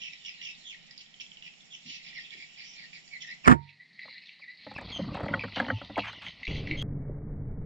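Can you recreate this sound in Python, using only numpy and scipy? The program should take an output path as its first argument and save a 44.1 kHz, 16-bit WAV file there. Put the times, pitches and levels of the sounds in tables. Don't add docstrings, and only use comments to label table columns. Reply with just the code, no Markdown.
import sys
import numpy as np
from scipy import signal
from scipy.fft import rfft, irfft, next_fast_len
from scipy.io import wavfile
from scipy.ndimage import map_coordinates

SR = 44100
rng = np.random.default_rng(int(sys.argv[2]) if len(sys.argv) > 2 else 0)


def to_wav(sig):
    pcm = np.clip(np.atleast_2d(sig), -1, 1) * 32767
    pcm = np.round(pcm).astype(np.int16)
    wavfile.write(sys.argv[1], SR, pcm.T)


N = 337365
TIME = np.arange(N) / SR
SHOT_S, BIRDS_END_S = 3.48, 6.828
CHIP_OVERTONE_DB = -22.5
# nominal frequency in Hz, t60 in seconds, level in dB.
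STOCK_MODES = [(67.8, 0.44, -18), (102.7, 0.61, -11), (132.6, 0.2, -8.5), (194, 0.23, -2.5),
               (272.6, 0.11, 4), (374, 0.036, -2), (549.3, 0.059, 7.5), (633, 0.032, -9), (806, 0.022, 12),
               (831, 0.026, 3), (915, 0.23, -11), (1077, 0.051, -3), (1268, 0.054, -2), (1394, 0.041, -4),
               (1716, 0.042, -5.5), (1980, 0.046, 1.5), (2320, 0.0084, -2.5), (3210, 0.028, -0.5)]


def undb(db):
    return 10 ** (np.asarray(db) / 20)


def unit(x):
    return x / np.sqrt(np.mean(x ** 2) + 1e-20)


def curves(table):
    s, *columns = np.transpose(table)
    return [np.interp(TIME, s, c) for c in columns]


def add(track, s, x):
    i = int(np.clip(s * SR, 0, N - 1))
    track[..., i:i + x.shape[-1]] += x[..., :N - i]


def colour(x, points):
    hz, db = np.transpose(points)
    n = next_fast_len(x.shape[-1])
    f = np.maximum(np.fft.rfftfreq(n, 1 / SR), 1)
    gain = undb(np.interp(np.log(f), np.log(hz), db))
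    return unit(irfft(rfft(x, n) * gain, n)[..., :x.shape[-1]])


def band(x, low_hz, high_hz, order=2):
    return signal.sosfilt(signal.butter(order, [low_hz, high_hz], "band", fs=SR, output="sos"), x)


def walk(rate, size=N):
    place = np.arange(size) * rate / SR
    draws = rng.standard_normal(int(place[-1]) + 3)
    return map_coordinates(draws, [place], order=1) * np.sqrt(3 / 2)


def ring(t, hz, t60):
    return np.sin(2 * np.pi * hz * t) * np.exp(-np.log(1000) * t / t60)


def swell(t, length, attack, release):
    return (1 - np.exp(-t / attack)) * np.exp(-np.maximum(t - length, 0) / release)


def far_port(x, lag_s=.00054):
    return np.pad(x, (round(abs(lag_s) * SR), 0))[:len(x)]


def after_shot(s):
    return s > SHOT_S


def background(early_db=-56.5, later_db=-62, insect_db=-64, left_db=-4.0):
    # Hz, level in dB.
    tree_spectrum = [(30, -1), (95, -16), (160, 8), (300, -7.5), (520, -12), (760, -7), (1050, -15),
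                     (1600, -13), (2100, -1.5), (3100, -1), (4000, -8), (5500, -8), (6300, -24.5),
                     (9000, -42.5), (12000, -64.5)]
    # Hz, level in dB.
    later_spectrum = [(18, -52), (30, -30.5), (92, -30.5), (164, -8.5), (503, -30), (690, -26), (994, -30),
                      (1540, -32), (1960, -2), (2160, -11), (2830, -25), (3430, -27), (4070, -20.5),
                      (6000, -35.5), (10000, -50), (13000, -85.5), (22000, -120)]
    # Hz, level in dB.
    insect_spectrum = [(4500, -25), (5500, 4), (6300, -11.5), (6900, 1.5), (7400, -2.5), (7900, -18),
                       (8700, -25), (10500, -55)]
    early = np.interp(TIME, [SHOT_S, SHOT_S + .06], [1, 0])
    trees = colour(rng.standard_normal((2, N)), tree_spectrum) * undb(early_db + walk(5.7))
    insect_level_db = insect_db + 2.0 * walk(55) + 1.5 * walk(4.6)
    insects = colour(rng.standard_normal((2, N)), insect_spectrum) * undb(insect_level_db)
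    later = colour(rng.standard_normal((2, N)), later_spectrum) * undb(later_db + walk(4.7))
    return early * (trees + insects) * undb([[left_db], [0]]) + (1 - early) * later


def later_insects(insect_db=0, pulse_db=4.5):
    # Hz, level in dB.
    hiss_spectrum = [(3000, -26.5), (3900, 2.5), (4500, 4), (5050, -9.5), (5700, -27), (8000, -48.5)]
    # time in seconds, level in dB.
    hiss_level = [(3.55, -90), (3.62, -72), (3.92, -71), (4.1, -59.5), (4.35, -70.5), (4.65, -57),
                  (5.2, -60), (5.55, -58), (5.85, -62), (6.35, -68), (6.55, -61.5), (6.83, -58)]
    hiss = colour(rng.standard_normal(N) * undb(pulse_db * walk(120)), hiss_spectrum)
    return hiss * undb(curves(hiss_level)[0] + insect_db) * after_shot(TIME)


def colony_level(t):
    # crest in seconds, half width in seconds, level in dB.
    waves = [(.2, 0.57, -53), (2.06, 0.18, -51), (2.5, 0.33, -55.5), (3.65, 0.037, -66), (4.2, 0.2, -62),
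             (4.95, 0.25, -54.5), (5.619, 0.33, -53.5), (6.15, 0.14, -51.5), (6.6, 0.15, -51.5)]
    lull_db = -77
    bells = sum((undb(db) * np.exp(-.5 * ((t - s) / width) ** 2)) ** 2 for s, width, db in waves)
    return 10 * np.log10(undb(lull_db) ** 2 + bells)


def far_colony(colony_db=-1, ripple_db=3):
    # Hz, level in dB.
    chatter_spectrum = [(1500, -38.5), (1850, -3.5), (2100, -3.5), (3000, 1.5), (3700, 0), (4400, -4),
                        (5500, -14), (6500, -18.5), (9000, -45.5)]
    chatter = 0
    for hz in np.geomspace(1950, 5600, num=9):
        pitch = hz * np.exp(.05 * walk(25) + 0.058 * walk(1200))
        grain = undb(ripple_db * walk(16) + 4.4 * walk(260))
        chatter = chatter + grain * np.sin(2 * np.pi * np.cumsum(pitch) / SR)
    return colour(chatter, chatter_spectrum) * undb(colony_level(TIME) + colony_db)


def rasp(length, low_hz, high_hz, upper_db, hiss_db, pulse_hz=125, jitter=.16, scatter_db=2.5,
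         pulse_s=0.00087, spread=0.098, noisy=0.9, width_hz=780, fall=0.18):
    t = np.arange(int((length + 0.021) * SR)) / SR
    cycle = np.cumsum(pulse_hz * np.exp(jitter * walk(70, size=len(t)))) / SR
    k = cycle.astype(int)
    age = (cycle - k) / pulse_hz / pulse_s
    size, bend_low, bend_high = rng.standard_normal((k[-1] + 1, 3))[k].T
    gate = (age * np.exp(1 - age) + 1.2) * undb(scatter_db * size)
    sink = fall * (.5 - np.minimum(t / length, 1))
    out = 0
    for hz, bend, db, slide in ((low_hz, bend_low, 0, sink), (high_hz, bend_high * .6, upper_db, sink / 2)):
        pitch = hz * np.exp(slide + spread * (.7 * bend + np.exp(-age / 2) - .5))
        grit = 1 + noisy * walk(1800, size=len(t))
        voice = gate * grit * np.sin(2 * np.pi * np.cumsum(pitch) / SR)
        out = out + undb(db) * unit(band(voice, hz - width_hz, hz + 0.71 * width_hz, order=2))
    hiss = unit(gate * band(rng.standard_normal(len(t)), low_hz, high_hz))
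    return (out + undb(hiss_db) * hiss) * swell(t, length, 0.011, 0.0021)


def rasp_call(s, length, hz, db, upper_db=-3, hiss_db=-12):
    ceiling_hz = 4215 if after_shot(s) else 5650
    upper_hz = min(2.03 * hz, ceiling_hz)
    return undb(db) * rasp(length, hz, upper_hz, upper_db, hiss_db)


def whistle(length, first_hz, last_hz, octave_db, quaver, flutter_db=3, hoarse=0.43):
    even_slur_s = 0.04
    t = np.arange(int((length + 0.045) * SR)) / SR
    glide = np.minimum(t / length, 1) ** (length / even_slur_s)
    pitch = (first_hz + (last_hz - first_hz) * glide) * (1 + quaver * walk(500, size=len(t)))
    phase = 2 * np.pi * np.cumsum(pitch) / SR
    tone = np.sin(phase) + undb(octave_db) * np.sin(2 * phase)
    tremble = undb(flutter_db * walk(220, size=len(t))) * (1 + hoarse * walk(900, size=len(t)))
    return unit(tone * tremble) * swell(t, length, 0.0073, 0.0031)


def whistle_call(s, length, first_hz, last_hz, db, quaver=0.045):
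    # mean pitch in Hz, octave level in dB.
    octave_curve = [(2000, -12), (2650, -17), (3100, -9.5), (3300, -7)]
    octave_db = np.interp((first_hz + last_hz) / 2, *np.transpose(octave_curve))
    if after_shot(s):
        octave_db = min(octave_db, -15)
    return undb(db) * whistle(length, first_hz, last_hz, octave_db, quaver)


def chip(hz, overtone_db, rise_s=0.0012, fall=0.11, snap_db=-11):
    age = np.arange(int(0.02 * SR)) / SR / rise_s
    bend = fall * (2 * np.exp(-age / 2) - 1) + 0.053 * walk(1500, size=len(age))
    phase = 2 * np.pi * np.cumsum(hz * (1 + bend)) / SR
    snap = unit(band(rng.standard_normal(len(age)), .7 * hz, 1.3 * hz))
    tone = np.sin(phase) + undb(overtone_db) * np.sin(1.7 * phase)
    return age * np.exp(1 - age) * (tone + undb(snap_db) * snap)


def faint_calls(count, low_hz=2000, high_hz=3200, length=0.052, fall=0.088):
    rasp_db, chip_db, slur_db = -3, 5.5, 0
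    out = np.zeros(N)
    for k, chance in enumerate(rng.random((count, 6))):
        times = (k + chance[:3]) * BIRDS_END_S / count
        hz = low_hz * (high_hz / low_hz) ** chance[3:]
        db = colony_level(times)
        add(out, times[0], rasp_call(times[0], length, hz[0], db[0] + rasp_db))
        add(out, times[1], undb(db[1] + chip_db) * chip(hz[1], CHIP_OVERTONE_DB))
        add(out, times[2], whistle_call(times[2], length, hz[2], hz[2] * (1 - fall), db[2] + slur_db))
    return out


def birds(rasp_db=-3.1, whistle_db=-1, chip_db=1):
    # start in seconds, length in seconds, nominal pitch in Hz, level in dB before
    # the common trim, upper resonance in dB, hiss in dB.
    rasps = [(0, .083, 2816, -36.5, -12.5, -17), (0.119, 0.017, 2680, -38, -9, -11),
             (0.241, 0.054, 2887, -38.5, -6.5, -21), (0.407, .11, 2834, -40, -7.5, -17),
             (.984, .034, 3080, -50.5, -12, 0), (1.195, .021, 2930, -37.5, -7.5, -8),
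             (1.425, 0.058, 2705, -44.5, -13.5, -14), (1.851, .12, 2746, -45.5, -13, 2),
             (2.033, 0.063, 2526, -47.5, -3.5, -3), (2.128, 0.1, 2583, -51, 0.5, -6),
             (2.309, 0.035, 2440, -42, -15, -7), (2.356, 0.089, 2477, -46, -9, -11),
             (2.561, .09, 2390, -46, -3.5, -7.5), (2.629, 0.12, 2800, -55, 4.5, -6),
             (2.747, 0.11, 2264, -46, -5.5, -9), (2.924, 0.05, 2338, -45.5, -5, -6),
             (3.204, .022, 2860, -41, -4, -2), (3.261, .06, 2620, -47.5, -4, -7),
             (3.44, .014, 2665, -32, -9, -13), (3.601, 0.085, 2394, -63.5, -1.5, -6),
             (3.67, 0.0375, 2530, -49, -12, -7.5), (3.989, 0.2, 2118, -51, -1.5, -20),
             (4.205, 0.16, 2098, -57, -1.5, -17), (4.58, 0.14, 2110, -54, -2, -17.5),
             (4.881, 0.036, 2490, -44, -1, -8), (5.125, .043, 2685, -45, -4, -8),
             (5.529, 0.071, 2980, -39.5, -13, -4), (5.971, 0.038, 2820, -39, -7, -9),
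             (6.277, .029, 2920, -50.5, -1.5, -2), (6.485, .11, 2815, -53, 2, -6),
             (6.665, 0.048, 2915, -55.5, -0.5, 2)]
    # start in seconds, length in seconds, first and last pitch in Hz, level in dB
    slurs = [(0.425, 0.046, 3410, 3100, -46, 0.037), (0.643, 0.066, 3400, 2990, -44, 0.064),
             (0.695, 0.051, 2990, 1894, -43, 0.057), (1.703, 0.048, 3470, 2840, -42.5, 0.057),
             (1.885, 0.019, 3050, 3030, -40, 0.018), (2.04, 0.096, 2600, 2010, -50.5, 0.027),
             (2.146, 0.046, 2318, 1920, -40, 0.03), (2.36, .08, 2147, 2030, -55, .03),
             (2.923, 0.059, 2635, 1975, -46, 0.029), (3.106, 0.06, 2330, 1944, -42, 0.037),
             (3.201, 0.025, 3530, 3116, -42.5, 0.067), (3.217, 0.032, 2280, 1870, -45, .025),
             (3.263, .065, 1851, 2130, -41.5, 0.045), (3.437, 0.027, 2800, 2166, -32.5, 0.014),
             (3.794, 0.033, 1956, 2024, -49.5, .02), (3.973, 0.071, 2080, 1910, -47, 0.013),
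             (4.143, 0.033, 2090, 1905, -51, .025), (4.411, 0.033, 2720, 1846, -46.5, .03),
             (4.474, 0.052, 1952, 2063, -45.5, 0.016), (4.748, .032, 2760, 2428, -42, 0.026),
             (4.915, 0.058, 3320, 3050, -39.5, 0.021), (5.388, 0.051, 2474, 2237, -42, 0.03),
             (6.068, 0.03, 3150, 3110, -45, 0.037), (6.243, 0.051, 3186, 3163, -49, 0.034),
             (6.477, 0.12, 3200, 3020, -49, 0.065), (6.716, 0.05, 2186, 2122, -43, 0.006),
             (6.767, 0.071, 3167, 3340, -40.5, 0.024)]
    # time near the peak in seconds, level in dB before the common trim, nominal pitch in Hz.
    ticks = [(.2495, -35, 3000), (0.346, -42, 2940), (.415, -33, 2820), (.91, -39.5, 4860),
             (.9783, -37, 4660), (1.005, -46, 3070), (1.062, -46, 3260), (1.1412, -42, 3070),
             (1.2, -35, 2960), (1.264, -44.5, 3130), (1.3175, -39.5, 3040), (1.371, -40, 3050),
             (1.424, -36.5, 3030), (1.464, -42, 2850), (1.478, -42, 3120), (1.538, -46, 3000),
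             (1.607, -42.5, 3390), (2.3063, -37.5, 3413), (2.931, -39, 2380), (3.077, -48, 1980),
             (3.078, -45, 4640), (3.9928, -34.5, 1940), (4.26, -46.5, 3800), (4.272, -46, 3670),
             (4.284, -49, 3220), (4.292, -40, 2360), (5.2835, -29, 2050), (5.394, -28, 2410),
             (5.523, -36, 2060), (5.649, -34, 1970), (5.665, -36, 2980), (5.785, -43, 3300),
             (5.848, -41, 3520), (5.9586, -32, 2270), (5.9945, -31.5, 2720), (6.004, -32, 2640),
             (6.022, -35, 2360), (6.0325, -36, 2180), (6.2654, -31, 2100), (6.284, -35.5, 3170),
             (6.432, -29, 2120), (6.451, -34.5, 2130), (6.453, -37, 4330), (6.4692, -27.5, 2480),
             (6.478, -30, 2690), (6.51, -34, 2110), (6.557, -37, 2140), (6.6731, -27.5, 2075),
             (6.712, -22.5, 2144)]
    out = faint_calls(count=12)
    for s, *call in rasps:
        add(out, s, undb(rasp_db) * rasp_call(s, *call))
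    for s, *call in slurs:
        add(out, s, undb(whistle_db) * whistle_call(s, *call))
    for s, db, hz in ticks:
        add(out, s - .001, undb(db + chip_db) * chip(hz, CHIP_OVERTONE_DB))
    return band(out, low_hz=1828, high_hz=6340, order=7)


def among_trees(x, t60=0.22, echo_db=-3.5, left_db=-5):
    t = np.arange(int(.45 * SR)) / SR
    tail = rng.standard_normal((2, len(t))) * np.exp(-np.log(1000) * t / t60) * (1 - np.exp(-t / 0.0015))
    tail /= np.sqrt(np.sum(tail ** 2, axis=1, keepdims=True))
    direct = np.array([undb(left_db) * far_port(x), x])
    return direct + undb(echo_db) * signal.fftconvolve(x[None], tail, axes=1)[:, :N]


def stop_click(click_db=-32, decay_s=0.0012):
    out = np.zeros(N)
    t = np.arange(int(0.0203 * SR)) / SR
    spectrum = [(300, -11), (800, 7.5), (1800, 5), (4000, -19), (8000, -34), (15000, -45)]
    click = colour(rng.standard_normal(len(t)), spectrum)
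    add(out, BIRDS_END_S - .003, undb(click_db) * click * np.exp(-t / decay_s))
    return out


def rumble(heave_db=-43, waver=0.01232):
    # Hz, level in dB.
    low_spectrum = [(12, -30), (20, -9), (43, -7), (108, -2.5), (145, -5), (221, -10.5), (256, -14.5),
                    (286, -16), (380, -32), (490, -53), (840, -120)]
    # Hz, level in dB.
    high_spectrum = [(200, -14.5), (330, -2), (430, -0.5), (700, -12), (1100, -20.5), (2300, -28),
                     (2450, -66)]
    # nominal frequency in Hz, nominal rms level in dB.
    hum_partials = [(145, -44), (290, -54), (435, -61.5)]
    heave_spectrum = [(2, -20.0), (7, -8.5), (13, -13.0), (35, -11.5), (100, -63.0), (400, -140)]
    start_s, settle_s = 6.478, 0.66
    age = np.maximum(TIME - start_s, 0)
    low_db = -37.5 - 1.5 * age
    high_db = -57 + 12.5 * np.exp(-age / settle_s)
    low = colour(rng.standard_normal(N), low_spectrum) * undb(low_db)
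    high = colour(rng.standard_normal(N) * undb(1.2 * walk(50)), high_spectrum) * undb(high_db)
    heave = undb(heave_db) * colour(rng.standard_normal(N), heave_spectrum)
    turns = np.cumsum(1 + waver * walk(8)) / SR
    hum = sum(np.sqrt(2) * undb(db + 2 * walk(6.2)) * np.sin(2 * np.pi * hz * turns)
              for hz, db in hum_partials)
    return (low + high + heave + hum) * np.clip((TIME - start_s) / 0.00066, 0, 1)


def soft_bursts(burst_db=0):
    # start in seconds, length in seconds, level in dB, centre in Hz,
    # ratio of either edge to the centre.
    bursts = [(1.851, 0.055, -55, 179, 1.36), (2.345, 0.049, -65.5, 288, 1.44),
              (5.01, 0.028, -34.5, 190, 1.22), (5.055, 0.039, -37.5, 162, 1.7),
              (5.558, 0.05, -39, 1144, 1.7), (5.577, 0.15, -38.5, 252, 1.12),
              (5.705, 0.068, -38.5, 93, 1.2), (5.966, 0.026, -30.5, 700, 1.47),
              (6.034, 0.061, -39.5, 1480, 1.77), (6.215, 0.062, -46.5, 1630, 2.02),
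              (6.48, 0.024, -37.5, 209, 1.55), (6.515, 0.034, -35, 57.5, 1.3),
              (6.697, 0.032, -41, 300, 1.12), (7.089, 0.011, -37, 417, 1.25)]
    out = np.zeros(N)
    t = np.arange(int(.25 * SR)) / SR
    for s, length, db, hz, width in bursts:
        grains = rng.standard_normal(len(t)) * undb(1.6 * walk(300, size=len(t)))
        burst = unit(band(grains, hz / width, hz * width, order=3))
        add(out, s, undb(db + burst_db) * burst * swell(t, length, 0.0031, 0.0097))
    return out


def rubbing(rub_db=0, scrape_db=-6, grain_db=4):
    # time in seconds, level in dB before the trims.
    effort = [(4.6, -70), (4.718, -60), (4.842, -51.5), (5.022, -47), (5.192, -41.5), (5.36, -41.5),
              (5.47, -58.5), (5.872, -54), (6.156, -58.5), (6.45, -60)]
    # Hz, level in dB.
    low_spectrum = [(24, -38.5), (40, -8.5), (92, -4.5), (124, -8), (199, -6), (292, -13), (364, -20),
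                    (500, -17.5), (650, -61), (1100, -120)]
    # Hz, level in dB.
    high_spectrum = [(260, -61), (450, -18.5), (585, 6.5), (856, 3), (994, 5), (1110, 4), (1470, -3),
                     (2000, -24), (2600, -38), (4400, -120)]
    effort_db = curves(effort)[0]
    slips = undb(grain_db * walk(110))
    low = colour(rng.standard_normal(N) * slips, low_spectrum) * undb(effort_db + rub_db)
    high = colour(rng.standard_normal(N) * slips, high_spectrum) * undb(effort_db + scrape_db)
    return (low + high) * np.interp(TIME, [4.55, 4.65, 6.4, 6.5], [0, 1, 1, 0])


def rattle(slips_per_s=260, scatter_db=4.5, damped_s=0.015):
    # start in seconds, length in seconds, level in dB.
    shifts = [(4.766, 0.055, -49.5), (5.133, 0.12, -41.5), (5.557, .16, -47)]
    lowest_hz = 480
    out = np.zeros(N)
    t = np.arange(int(.4 * SR)) / SR
    for s, length, db in shifts:
        slips = (rng.random(len(t)) < slips_per_s / SR) * undb(scatter_db * rng.standard_normal(len(t)))
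        body = 0
        for hz, t60, mode_db in STOCK_MODES:
            if hz > lowest_hz:
                ticks = slips * rng.standard_normal(len(t))
                response = ring(t, hz, min(t60, damped_s))
                body = body + undb(mode_db) * signal.fftconvolve(ticks, response)[:len(t)]
        grating = unit(band(body, low_hz=300, high_hz=4500, order=3))
        add(out, s, undb(db) * grating * swell(t, length, 0.0061, 0.014))
    return out


def knocks_and_thumps(knock_db=-1, chatter_db=-6, tone_db=2, tick_db=-44, tick_s=.0022, rise_s=0.0034,
                      waver=0.066):
    # time in seconds,
    # level in dB before the trims, hardness in dB more clack and less thud, nominal note of the spot in Hz,
    # contact rise in seconds, tick in dB before its trims.
    contacts = [(4.055, -60, 4, 596, .004, -7), (4.082, -59.5, 7, 1110, 0.0036, -7),
                (4.397, -69.5, 7, 1100, .004, -10.5), (4.667, -43.5, -.5, 586, 0.0047, -9),
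                (4.714, -48, 0.5, 816, 0.0051, -5), (4.742, -62, 0.5, 1510, .002, 14),
                (4.784, -41, 4, 1780, 0.005, 4), (4.814, -55, 1.5, 900, .003, 14.5),
                (4.993, -39, -9, 545, 0.0078, -9), (5.118, -46.5, -12, 167, 0.0035, -5),
                (5.147, -41, 6.5, 600, 0.0028, 4), (5.172, -43, 3, 736, 0.0055, 1),
                (5.207, -37.5, 1, 584, 0.0047, 1), (5.234, -37.5, -1.5, 620, 0.0045, 3),
                (5.261, -36, -1.5, 636, 0.0056, 0), (5.287, -36.5, 0, 550, .0045, -4),
                (5.312, -43, -12, 192, 0.0037, -5), (5.334, -40.5, 4, 1490, 0.0027, -4),
                (5.3405, -28.5, 7, 1510, .0036, -2), (5.355, -41, -4, 302, 0.0022, -5),
                (5.373, -43.5, -5, 150, 0.0057, -3), (5.439, -33, 5, 546, 0.0038, -3),
                (5.447, -40, -4.5, 270, 0.0056, -8), (5.482, -56.5, 10.5, 1290, 0.0037, -4),
                (5.569, -32, 2, 774, .0035, -3), (5.601, -27, 3, 1685, 0.0042, 6),
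                (5.623, -40, 0, 285, 0.0064, -4), (5.65, -47, -3.5, 292, 0.0042, -4),
                (5.684, -31.5, 2, 554, 0.005, -7), (5.704, -27.5, 4.5, 1710, 0.0025, -9),
                (5.816, -43, 0, 1240, 0.0041, -6), (5.899, -43.5, -4.5, 574, 0.0038, -12),
                (5.979, -29, 1.5, 662, .0065, 7), (6.132, -58.5, 14, 1515, .004, 5)]
    # blow level in dB, middle level in dB relative to it.
    middle_curve = [(-61, 7), (-36.5, 2), (-34, -2.5), (-16, 4.5)]
    tick_spectrum = [(500, -7.0), (2000, 0.5), (4500, -9), (8500, -8.0), (10000, -54.0)]
    zone_hz = [250, 700, 1500]
    out = np.zeros(N)
    t = np.arange(int(.35 * SR)) / SR

    def push(length):
        return (t / length) ** 2 * np.exp(2 - 2 * t / length)

    for s, level_db, hard_db, spot_hz, contact_s, sharp_db in contacts:
        middle_db = np.interp(level_db, *np.transpose(middle_curve))
        zones = level_db + np.array([-hard_db, middle_db, hard_db])
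        zone_db = lambda hz: np.interp(np.log(hz), np.log(zone_hz), zones)
        detune = 1 + .045 * rng.standard_normal(len(STOCK_MODES))
        sign = rng.choice([-1, 1], len(STOCK_MODES))
        body = sum(g * undb(db + zone_db(hz)) * ring(t, hz * d, t60)
                   for (hz, t60, db), d, g in zip(STOCK_MODES, detune, sign))
        grate = sum(undb(db) * unit(band(rng.standard_normal(len(t)), hz / 1.307, hz * 1.305, order=3))
                    for hz, db in zip(zone_hz, zones))
        pitch = spot_hz * (1 + waver * walk(300, size=len(t)))
        note = undb(zone_db(spot_hz)) * np.sin(2 * np.pi * np.cumsum(pitch) / SR)
        tick = colour(rng.standard_normal(len(t)), tick_spectrum)
        tick_level_db = (level_db + hard_db) / 2 + tick_db + sharp_db
        add(out, s - .003, push(contact_s) * (undb(chatter_db) * grate + undb(tone_db) * note))
        add(out, s - .003, push(tick_s) * undb(tick_level_db) * tick)
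        add(out, s - .002, undb(knock_db) * body * (1 - np.exp(-t / rise_s)) ** 2)
    return out


def bounces(count):
    start_s, gap_s, decay_s = 3.4905, .0083, 0.0091
    level_db, swell_db, thump_db, tilt_db = -23.5, 3.5, -11.5, -1.5
    return [(start_s + k * gap_s, level_db + swell_db * np.sin(np.pi * (k + .5) / count),
             decay_s, thump_db, tilt_db) for k in range(count)]


def shot(left_db=-3, own_db=-9, low_hz=70, blast_db=2, body_db=-9, coil_db=-9, lag_s=.0004):
    # start in seconds, level in dB before
    # the blast trim, decay in seconds, recoil thump in dB, brightness in dB per octave.
    blows = [(3.443, -43.5, 0.016, -46.5, -0.5), (3.456, -30, 0.033, -42, -1.5),
             (3.4683, -26.5, 0.0073, -22, 2.5), (3.4748, -9, 0.004, -11, 0), (3.48, -7.5, 0.0025, -8.5, 0),
             (3.496, -19, 0.0065, -16, -0.5), (3.5132, -15, 0.0076, -32.5, -2.5)]
    # Hz, level in dB.
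    blast_spectrum = [(210, -56), (350, -19.5), (429, -16.5), (495, -17.5), (721, -8), (928, -11.5),
                      (1050, 4), (1370, -3.5), (1740, -0.5), (2200, -11.5), (2750, -17.5), (3590, -20.5),
                      (4200, -30), (6000, -27), (8520, -26), (11000, -47), (15000, -63.5)]
    # Hz, t60 in seconds, level in dB before the coil trim.
    coil_modes = [(690, 0.044, -10.5), (1090, 0.051, -8.5), (1230, .055, 4), (1428, 0.059, 2),
                  (1705, 0.043, 0.5), (1892, .04, -3.5)]
    # Hz, t60 in seconds, level in dB relative to the thump,
    # amplitude in the left channel as a signed share of the right.
    recoil_modes = [(74, 0.19, -4.5, .1), (126, 0.082, -14, 0.13), (198, 0.087, -11.5, -0.14),
                    (242.7, 0.067, 1, -0.34), (290, 0.046, -11, -0.33), (407, 0.091, -13.5, -0.34)]
    # Hz, t60 in seconds, level in dB, left share.
    slam_modes = [(1350, .024, -7, -.3), (1790, .026, -9, 0.77), (2010, .02, -12, .9)]
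    # Hz, t60 in seconds, level in dB before the slow rise, left share.
    long_rings = [(97, .34, -25, .05), (113, .22, -21, .05), (142, .31, -13.5, .06), (194, .3, -31, .1),
                  (929, .26, -14.5, -.3)]
    pivot_hz = 1500
    slam_s, ring_rise_s = 3.4808, .025
    out = np.zeros((2, N))
    t = np.arange(int(.6 * SR)) / SR
    for s, db, decay, thump_db, tilt_db in blows + bounces(count=5):
        spectrum = [(hz, level_db + tilt_db * np.log2(hz / pivot_hz)) for hz, level_db in blast_spectrum]
        noise = colour(rng.standard_normal((2, len(t))), spectrum)
        crack, own = noise * swell(t, 0.00035, 0.0011, decay)
        clang = sum(rng.choice([-1, 1]) * undb(mode_db) * ring(t, hz, t60) for hz, t60, mode_db in coil_modes)
        crack = crack + undb(coil_db) * clang
        left = undb(left_db) * (undb(own_db) * own + crack)
        modes = sum(undb(mode_db) * np.outer([share, 1], ring(t, hz, t60))
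                    for hz, t60, mode_db, share in recoil_modes)
        shudder = unit(band(rng.standard_normal(len(t)), low_hz=108.0, high_hz=320))
        shudder = shudder * swell(t, 0.0071, 0.0015, 0.017)
        thump = modes + undb(body_db) * np.outer([-.2, 1], shudder)
        blast = np.array([left, far_port(crack, lag_s)])
        add(out, s, undb(db + blast_db) * blast + undb(thump_db) * thump)
    for hz, t60, db, share in slam_modes:
        add(out, slam_s, undb(db) * np.outer([share, 1], ring(t, hz, t60)))
    for hz, t60, db, share in long_rings:
        rising = ring(t, hz, t60) * (1 - np.exp(-t / ring_rise_s))
        add(out, SHOT_S, undb(db) * np.outer([share, 1], rising))
    return signal.sosfilt(signal.butter(2, low_hz, "high", fs=SR, output="sos"), out)


def scene():
    outdoors = among_trees(birds() + far_colony()) + background() + later_insects()
    outdoors = outdoors * np.clip((BIRDS_END_S - TIME) / 0.0028, 0, 1)
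    smaller_noises = knocks_and_thumps() + rattle() + rubbing() + soft_bursts()
    return outdoors + shot() + smaller_noises + rumble() + stop_click()


def record(dry):
    top_hz = 15300
    width = np.interp(TIME, [3.58, 3.8], [1, 0])
    both = np.array([width * dry[0] + (1 - width) * dry[1], dry[1]])
    return signal.sosfilt(signal.ellip(8, .2, 70, top_hz, fs=SR, output="sos"), np.clip(both, -.97, .97))


dry = scene()
out = record(dry)
to_wav(out)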